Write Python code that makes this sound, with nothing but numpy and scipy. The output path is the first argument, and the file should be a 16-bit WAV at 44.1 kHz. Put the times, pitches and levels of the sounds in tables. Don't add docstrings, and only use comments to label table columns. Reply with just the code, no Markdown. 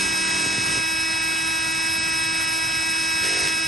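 import sys
import numpy as np
from scipy import signal
from scipy.fft import rfft, irfft
from scipy.io import wavfile
from scipy.ndimage import uniform_filter1d

SR = 44100
rng = np.random.default_rng(int(sys.argv[2]) if len(sys.argv) > 2 else 0)


def store_pcm(level_fs):
    pcm = np.round(np.clip(level_fs, -1, 1) * 32767).astype(np.int16)
    wavfile.write(sys.argv[1], SR, np.atleast_2d(pcm).T)


N = 161847
T = np.arange(N) / SR
HZ = np.fft.rfftfreq(N, 1 / SR)
SWEEP_HZ, RENEW_HZ = 47.5, 2.35


def beam_on_face():
    # time_s, gain_db
    strength = [(0, 1), (.12, -4), (.4, -0.5), (.65, -3), (.78, 0.5), (.815, -21), (.86, -54)]
    # sweep_multiple, level_db
    partials = [(4, -42.5), (6, -45), (8, -45.5), (9, -52), (11, -57), (19, -54), (20, -55), (21, -52),
                (22, -55)]
    # frequency_hz, density_db
    sizzle = [(60, -73), (130, -66), (300, -74), (550, -73.5), (950, -72.5), (1250, -72.5), (2100, -70.5),
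              (2800, -67), (3200, -70.5), (4500, -71), (5800, -67.5), (7000, -68.5), (8700, -65),
              (9700, -74), (10500, -112.5)]
    return beam(strength, partials, sizzle, repeat_share=0.84, throb=0.16)


def beam_on_edge():
    # time_s, gain_db
    strength = [(3.21, -50), (3.224, -10), (3.238, -1), (3.33, -.8), (3.44, 0.7), (3.487, -2), (3.525, -10),
                (3.67, -20)]
    # sweep_multiple, level_db
    partials = [(6, -53), (8, -42), (9, -43.5), (10, -53), (11, -46.5), (13, -53), (14, -50.5), (15, -50),
                (18, -55)]
    # frequency_hz, density_db
    sizzle = [(200, -93.5), (550, -77.5), (1100, -78.5), (1600, -72.5), (1880, -62), (2350, -64.5),
              (2600, -73.5), (2820, -63), (3050, -73.5), (4500, -70), (5600, -66), (7000, -70.5),
              (8600, -64.5), (9500, -76.5), (10500, -94)]
    return beam(strength, partials, sizzle, repeat_share=0.75, throb=0.3)


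def beam(strength, partials, sizzle, repeat_share, throb, waver=0.2):
    angle = 2 * np.pi * SWEEP_HZ * T
    flare = np.exp(throb * np.cos(2 * angle))
    repeated, fresh = np.sqrt(repeat_share), np.sqrt(1 - repeat_share)
    first, second = [flare * (repeated * retrace() + fresh * unit(spatter())) for _ in range(2)]
    buzz = np.zeros(N)
    for multiple, db in partials:
        tone = np.exp(1j * (round(multiple) * angle + 2 * np.pi * rng.random()))
        flutter = unit(1 + waver * wander(RENEW_HZ))
        buzz += np.sqrt(2) * amp(db) * (flutter * tone).real
    return (microphone(first, second, sizzle) + buzz) * amp(curve(strength))


def retrace():
    period = round(SR / SWEEP_HZ)
    carry_over = np.exp(-2 * np.pi * RENEW_HZ / SWEEP_HZ)
    sweeps = rng.standard_normal((2 * N // period, period))
    return unit(signal.lfilter([1], [1, -carry_over], sweeps, axis=0).ravel()[-N:])


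def spatter(grains_per_s=5000, spread_db=3):
    grains = rng.standard_normal(N) * (rng.random(N) < grains_per_s / SR)
    return grains * amp(spread_db * np.minimum(rng.exponential(1, N), 3))


def puffs():
    # start_s, level_db
    flakes = [(.461, -24), (.579, -24), (.690, -28.5), (.770, -26), (.795, -30)]
    top_hz, low_hz, sag_s = 650, 105, 0.00317
    rise_s, decay_s = 0.0007, 0.013
    out = np.zeros(N)
    for start, db in flakes:
        age = np.maximum(T - start, 0)
        turns = low_hz * age + (top_hz - low_hz) * sag_s * (1 - np.exp(-age / sag_s))
        envelope = (1 - np.exp(-age / rise_s)) * np.exp(-age / decay_s)
        out += amp(db) * envelope * np.sin(2 * np.pi * turns)
    return out


def sparks(decay_s=0.0018, band_hz=(2200, 7000)):
    # start_s, level_db
    snaps = [(3.234, -27), (3.2415, -22.5), (3.263, -21), (3.452, -25), (3.473, -23), (3.484, -24)]
    envelope = sum(amp(db) * (T >= start) * np.exp(-abs(T - start) / decay_s) for start, db in snaps)
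    band = signal.butter(4, band_hz, "bandpass", fs=SR, output="sos")
    return envelope * unit(signal.sosfilt(band, rng.standard_normal(N)))


def fan(flutter_hz=16, drift_hz=1.1, drift_db=0.55):
    # time_s, pitch_hz
    blade_rate = [(0, 323.32), (1.45, 323.42), (1.95, 323.84), (2.3, 323.62), (2.8, 323.68), (3.3, 323.33),
                  (3.67, 323.28)]
    # blade_multiple, level_db, left_minus_right_db, left_lead_rad, unsteady_share
    whine = [(1, -39, -0.5, 1.45, 0.22), (2, -53.5, 4, 0.77, .35), (3, -40.5, 11, 1.52, 0.17),
             (4, -41, -2.5, 1.95, 0.34), (5, -31, -10, -4, 0.2), (6, -40.5, 3.5, -0.06, 0.67),
             (7, -38.5, -1.5, 0.04, 0.08), (8, -29.5, 0.5, 0.32, .06), (9, -45.5, -1.5, 0.47, 0.4),
             (10, -51.5, 6, -2, 0.4), (11, -48.5, -2.5, -1.5, .35), (12, -37.5, 0, .1, 0.17),
             (14, -59, -1, -0.5, .4), (15, -60, -3.5, -2, 0.5), (16, -31, 0, .25, .05),
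             (18, -47.5, 2, 0, .35), (20, -51.5, -8, -1.5, .4), (22, -47.5, -1, 2.8, 0.6),
             (24, -36.5, 1, -2, 0.6), (26, -41, -1, 0.3, 0.2), (27, -51.5, -0.5, -1, 0.3),
             (32, -35, -0.5, -2.5, 0.7)]
    # time_s, gain_db
    shrill = [(0, 0.5), (.5, -0.7), (1.1, .5), (1.4, -2.3), (1.7, -2), (1.9, -0.1), (2.6, 0), (3.3, 1.2),
              (3.67, 0)]
    angle = 2 * np.pi * np.cumsum(curve(blade_rate)) / SR
    out = np.zeros((2, N))
    for multiple, db, lean_db, lead, unsteady in whine:
        flutter = unit(1 + unsteady * wander(flutter_hz))
        tone = flutter * np.exp(1j * (round(multiple) * angle + 2 * np.pi * rng.random()))
        drift = curve(shrill) if round(multiple) == 16 else drift_db * wander(drift_hz).real
        ports = unit(np.array([amp(lean_db) * np.exp(1j * lead), 1]))
        out += np.sqrt(2) * amp(db) * (ports[:, None] * tone * unit(amp(drift))).real
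    return out


def extraction_air(patch_db=1.42, swell_db=0.4, swell_hz=2.5):
    # frequency_hz, density_db
    rush = [(15, -102), (30, -88), (50, -69.5), (80, -65), (150, -66), (280, -71), (400, -76), (550, -79.5),
            (630, -72.5), (800, -74.5), (950, -71), (1170, -77), (1350, -71), (1700, -72.5), (1930, -66),
            (2080, -70), (2230, -67), (2450, -69.5), (2850, -71.5), (3050, -76.5), (3300, -67),
            (3750, -75.5), (4000, -73.5), (4400, -71), (4750, -70.5), (5150, -65), (5500, -71.5),
            (5850, -69.5), (6400, -74.5), (7000, -72.5), (7800, -74.5), (8550, -65), (9000, -69),
            (9400, -82), (10500, -102)]
    # time_s, gain_db
    trend = [(0, 0), (.8, -0.1), (1.5, -0.15), (2.2, 0), (3, 0.4), (3.67, 0.5)]
    cells = signal.stft(rng.standard_normal((2, N)), nperseg=1024)[2]
    patches = uniform_filter1d(rng.standard_normal(cells.shape[1:]), size=10, axis=0)
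    patches = unit(uniform_filter1d(patches, size=4, axis=1))
    first, second = signal.istft(cells * amp(patch_db * patches))[1][:, :N]
    swell = amp(curve(trend) + swell_db * wander(swell_hz).real)
    return microphone(first, second, rush) * swell


def microphone(first, second, density):
    # frequency_hz, left_minus_right_db, left_lead_rad, coherence
    ports = [(120, -1, 0.22, .95), (330, -1, -0.4, 0.83), (515, 0, 0.8, 0.5), (690, -0.5, .2, .6),
             (810, 10, 3, 0.5), (990, 10.5, 2.5, 0.4), (1056, -1, 2, 0.6), (1340, -5.5, -3, .74),
             (1720, -10.5, -3.5, 0.8), (1930, -3.5, -0.1, 0.8), (2150, -1, -0.5, 0.98),
             (2700, .5, .1, 0.96), (3500, 0, -0.5, 1), (6500, 0, 0, 0.98), (8000, 0, 0, 0.98),
             (9500, 0, 0, .9)]
    hz, lean_db, lead, coherence = np.transpose(ports)
    lean = amp(spectrum(np.c_[hz, lean_db]))
    shared = spectrum(np.c_[hz, coherence * np.cos(lead)])
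    shared = shared + 1j * spectrum(np.c_[hz, coherence * np.sin(lead)])
    separate = np.sqrt(np.maximum(1 - abs(shared) ** 2, 0))
    right = rfft(unit(first))
    left = lean * (shared * right + separate * rfft(unit(second)))
    mid_gain = np.sqrt(1 + lean ** 2 + 2 * lean * shared.real) / 2
    return irfft(np.array([left, right]) / mid_gain * amp(spectrum(density)) * np.sqrt(SR / 2), N)


def amp(db):
    return 10 ** (np.asarray(db) / 20)


def unit(x):
    return x / np.sqrt(np.mean(abs(x) ** 2) + 1e-20)


def curve(points):
    return np.interp(T, *np.transpose(points))


def spectrum(points):
    hz, value = np.transpose(points)
    return np.interp(np.log(HZ + 1), np.log(hz + 1), value)


def wander(rate_hz, size=1024):
    hz = np.fft.fftfreq(size, N / SR / size)
    white = rng.standard_normal(size) + 1j * rng.standard_normal(size)
    slow = np.fft.ifft(white / np.sqrt(1 + (hz / rate_hz) ** 4))
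    return np.interp(T, np.linspace(0, T[-1], size), unit(slow))


def scene():
    return beam_on_face() + beam_on_edge() + fan() + extraction_air() + puffs() + sparks()


def record(dry):
    dip_hz, dip_width_hz, dip_db, top_hz = 7440, 213, -47, 10750
    dip = amp(dip_db * np.exp(-((HZ - dip_hz) / dip_width_hz) ** 2))
    lowpass = signal.firwin(511, top_hz, window=("kaiser", 9), fs=SR)
    return signal.oaconvolve(irfft(rfft(dry) * dip, N), lowpass[None], "same")


dry = scene()
out = record(dry)
store_pcm(out)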